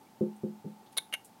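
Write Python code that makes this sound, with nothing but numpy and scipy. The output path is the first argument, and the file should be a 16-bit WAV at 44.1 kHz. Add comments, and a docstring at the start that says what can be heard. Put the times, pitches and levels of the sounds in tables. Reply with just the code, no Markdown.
"""In a small room, three soft thumps, each weaker than the last, ring the glass pane of a door.
Each blow excites the pane's damped modes over a dull boom. Then something small and hard, perhaps
the latch, clicks in and out, each click a quick chatter of contacts that echoes briefly in the room.
Faint scuffs surround the clicks, and a machine hums far in the background."""
import sys
import numpy as np
from scipy import signal
from scipy.fft import rfft, irfft, next_fast_len
from scipy.io import wavfile

SR = 44100
rng = np.random.default_rng(int(sys.argv[2]) if len(sys.argv) > 2 else 0)


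def transcribe(signal):
    """Save signal, clipped to [-1, 1], as a 16-bit WAV file at the path in sys.argv[1]."""
    frames = np.atleast_2d(signal).T
    limited = np.clip(frames, -1, 1)
    pcm = np.round(limited * 32767).astype(np.int16)
    wavfile.write(sys.argv[1], SR, pcm)


N = 61739
T = np.arange(N) / SR

# Blows on the pane; the third thump lands in stages, then a faint touch follows.
# Each row: start in seconds, level in dB, roll-off corner in Hz.
BLOWS = [(.2089, -16.1, 358), (.4347, -19.6, 289), (.6435, -34.4, 333), (.6502, -24.3, 252),
         (.6652, -37.4, 303), (.824, -50, 300)]
# Each row: frequency in Hz, relative level in dB, t60 in seconds, build-up in seconds.
PANE_MODES = [(131.7, -21.2, 0.116, 0.0071), (157.3, -12.0, 0.15, 0.0062), (169.3, -15.1, 0.252, 0.0098),
              (210.8, -8.0, 0.373, 0.007), (220.7, -7.4, 0.097, 0.0081), (292.9, -16.6, 0.158, 0.0035),
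              (326.5, -9.4, 0.094, 0.0019), (357.9, -0.6, 0.197, 0.0119), (381.4, 11.6, 0.055, 0.0134),
              (424.5, -6.9, 0.138, 0.0201), (456.5, -15.8, 0.093, 0.016), (517.6, 3.1, 0.13, 0.0158),
              (544.3, -7.9, 0.096, 0.006), (613.1, -12.4, 0.19, 0.0134)]
# Boom of door and room. Each row: frequency in Hz, relative level in dB.
BOOM_SPECTRUM = [(25, -37), (50, -29), (90, -15), (160, -5), (220, 2), (300, -1), (450, 7), (600, -9),
                 (720, -12), (1200, 3), (3000, -21)]
# Each row: start in seconds, level in dB, treble tilt in dB, stroke (0 going in, 1 coming out).
LATCH_CONTACTS = [(0.96854, -36.7, -6.2, 0), (0.9703, -28.5, -13.7, 0), (0.97506, -29.0, 9.2, 0),
                  (0.97823, -29.9, -0.7, 0), (0.98052, -33.7, -0.1, 0), (0.98275, -22.8, -3.7, 0),
                  (1.12642, -34.1, -2.8, 1), (1.13029, -35.1, 2.5, 1), (1.13525, -33.2, -3.0, 1),
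                  (1.13839, -22.9, 3.8, 1), (1.1456, -31.3, -1.4, 1), (1.14763, -39.3, 7.7, 1),
                  (1.15079, -38.3, -9.0, 1)]
# Each row: frequency in Hz, relative level in dB going in, the same coming out, t60 in seconds.
LATCH_MODES = [(1090, -19, -25, .03), (1540, -19.6, -19, .045), (2195, -14, -4, .036),
               (2340, -24, -15, .035), (2836, -26, -1.8, .036), (3010, -25.5, -13, .033),
               (3680, -9.5, -22, .052), (3811, -4.5, -26, .03), (3947, -3.3, -27, .028),
               (4155, -15, -33, .028), (6951, -15, -29, .021), (9137, -9, -17, .022),
               (9902, -2, -13.6, .014), (10799, -8.3, -18.6, .023), (11000, -12, -26, .032),
               (11512, -17.5, -19.4, .023)]
# Each row: frequency in Hz, relative level in dB going in, the same coming out.
CRACK_SPECTRUM = [(152, -53, -55), (500, -6.5, -2), (1010, -3.5, -4), (2150, -5, -3.5), (2780, -3, 6),
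                  (3900, 8.5, -12), (4520, -17, -34), (6300, -6.5, -8), (7800, -37, -27), (9080, 2, -5.5),
                  (11300, -2.5, -11), (13300, -22, -24), (14100, -7, -20), (16000, -17, -39)]
# The crack's t60 in seconds going in, then coming out.
CRACK_DECAY_S = [.018, .02]
# Each row: start in seconds, level in dB, centre in Hz, half-width in octaves, rise and t60 in seconds.
SCUFF_BANDS = [(0.067, -60, 2300, 0.075, 0.0016, 0.052), (.331, -57, 2680, 0.27, 0.00046, .02),
               (.362, -66, 8650, 0.21, 0.001, 0.14), (0.859, -50, 3640, 0.26, 0.016, 0.069),
               (0.92, -54, 9900, 0.23, 0.0075, 0.075), (0.926, -58.5, 3900, 0.9, 0.0017, 0.073),
               (1.245, -49, 9150, 0.43, 0.0033, 0.11)]
# Reverberation. Each row: frequency in Hz, t60 in seconds.
ROOM_DECAY = [(200, 0.38), (3000, 0.2), (11000, 0.23)]
# Each row: centre in Hz, half-width in Hz, level in dB.
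HUM_BANDS = [(888.9, 9.1, -67), (861.2, 6.4, -68), (788, 46, -67)]
# Each row: frequency in Hz, relative spectral density in dB.
ROOM_TONE_SPECTRUM = [(20, 3), (45, -19), (70, -15), (110, -4.5), (220, 0), (330, -5.5), (650, -10.5),
                      (1000, -10.5), (1700, -18.5), (4000, -22), (7000, -24.5), (10000, -25),
                      (15500, -26.5)]


def amp(db):
    """Amplitude ratio of a level in decibels."""
    return 10 ** (np.asarray(db) / 20)


def along(points, hz):
    """Interpolation of (Hz, value) points on a logarithmic frequency axis."""
    freqs, values = np.transpose(points)
    return np.interp(np.log(hz + 1), np.log(freqs + 1), values)


def filtered(x, response):
    """Zero-phase filtering: the spectrum is multiplied by a frequency response."""
    size = next_fast_len(N + SR // 2)
    return irfft(rfft(x, size) * response(np.fft.rfftfreq(size, 1 / SR)), size)[:N]


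def noise(response):
    """Gaussian noise coloured by a response, at unit rms."""
    x = filtered(rng.standard_normal(N), response)
    return x / x.std()


def since(start):
    """Seconds elapsed since start, zero before it."""
    return np.maximum(T - start, 0)


def fade(t, t60):
    """Exponential decay of 60 dB in t60 seconds."""
    return np.exp(-np.log(1000) * t / t60)


def strike(t, rise, t60):
    """Transient envelope: exponential build-up times decay, both in seconds."""
    return (1 - np.exp(-t / rise)) * fade(t, t60)


def pane_thumps(rolloff_order=2.97, boom_db=-10):
    """Modal vibration: a soft blow acts as a low-pass force, so it barely excites the upper modes."""
    out = np.zeros(N)
    for start, db, corner_hz in BLOWS:
        t = since(start)
        force = lambda hz: 1 / np.sqrt(1 + (hz / corner_hz) ** (2 * rolloff_order))
        ring = sum(amp(mode_db) * force(hz) * strike(t, rise, t60) * np.sin(2 * np.pi * hz * t)
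                   for hz, mode_db, t60, rise in PANE_MODES)
        rumble = noise(lambda hz: amp(along(BOOM_SPECTRUM, hz)))
        boom = filtered(rumble, force) * strike(t, rise=0.0023, t60=0.24)
        out += amp(db) * (ring + amp(boom_db) * boom)
    return out


def latch_clicks(ring_db=(1, 0), crack_db=(0.5, -4), scatter_db=1, shelf_hz=6200):
    """Hard impact: each brief contact gives a broadband crack and rings the latch's modes anew."""
    out = np.zeros(N)
    for start, db, tilt_db, stroke in LATCH_CONTACTS:
        t = since(start)
        tilt = lambda hz: amp(tilt_db * hz ** 4 / (hz ** 4 + shelf_hz ** 4))
        for hz, *levels, t60 in LATCH_MODES:
            ring = np.sin(2 * np.pi * hz * t) * strike(t, rise=0.0001, t60=t60)
            mode_db = ring_db[stroke] + levels[stroke] + scatter_db * rng.normal()
            out += amp(db + mode_db) * tilt(hz) * ring
        colour = [(hz, levels[stroke]) for hz, *levels in CRACK_SPECTRUM]
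        crack = filtered(noise(lambda hz: amp(along(colour, hz))), tilt)
        out += amp(db + crack_db[stroke]) * crack * strike(t, rise=0.00043, t60=CRACK_DECAY_S[stroke])
    return out


def scuffs():
    """Friction noise: light rubs and ticks each give a short burst in one bright band."""
    out = np.zeros(N)
    for start, db, centre_hz, octaves, rise, t60 in SCUFF_BANDS:
        band = noise(lambda hz: 1 / (1 + (np.log2((hz + 1) / centre_hz) / octaves) ** 2))
        out += amp(db) * strike(since(start), rise, t60) * band
    return out


def reverberation(x, onset_s=0.012):
    """Diffuse reflection: convolution with a short noise tail whose treble dies before its bass."""
    hz, t, spectra = signal.stft(rng.standard_normal(SR // 2), SR, nperseg=256)
    decay = fade(t, along(ROOM_DECAY, hz)[:, None])
    _, tail = signal.istft(spectra * decay, SR, nperseg=256)
    tail *= 1 - np.exp(-(T[:len(tail)] / onset_s) ** 2)
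    return signal.fftconvolve(x, tail / np.linalg.norm(tail))[:N]


def background(room_tone_db=-60.5, steadiness=0.36):
    """Narrow-band noise wavers as its components beat: a distant machine's hum over broad room tone."""
    out = amp(room_tone_db) * noise(lambda hz: amp(along(ROOM_TONE_SPECTRUM, hz)))
    for centre_hz, width_hz, db in HUM_BANDS:
        band = noise(lambda hz: 1 / (1 + ((hz - centre_hz) / width_hz) ** 2))
        envelope = np.abs(signal.hilbert(band))
        hum = band / envelope ** steadiness  # partly evens out the level swings
        out += amp(db) * hum / hum.std()
    return out


def scene(reverb_db=-21):
    """Superposition of all sources at one microphone, with the room's reflections of the latch."""
    latch = latch_clicks()
    mix = pane_thumps() + latch + amp(reverb_db) * reverberation(latch) + scuffs() + background()
    return mix[None]


def record(dry, low_cut_hz=85, top_hz=15900):
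    """Band limiting: the microphone drops the deepest bass, and nothing above top_hz is kept."""
    highpass = signal.butter(2, low_cut_hz, "highpass", fs=SR, output="sos")
    return np.array([filtered(x, lambda hz: hz < top_hz) for x in signal.sosfilt(highpass, dry)])


dry = scene()
out = record(dry)
transcribe(out)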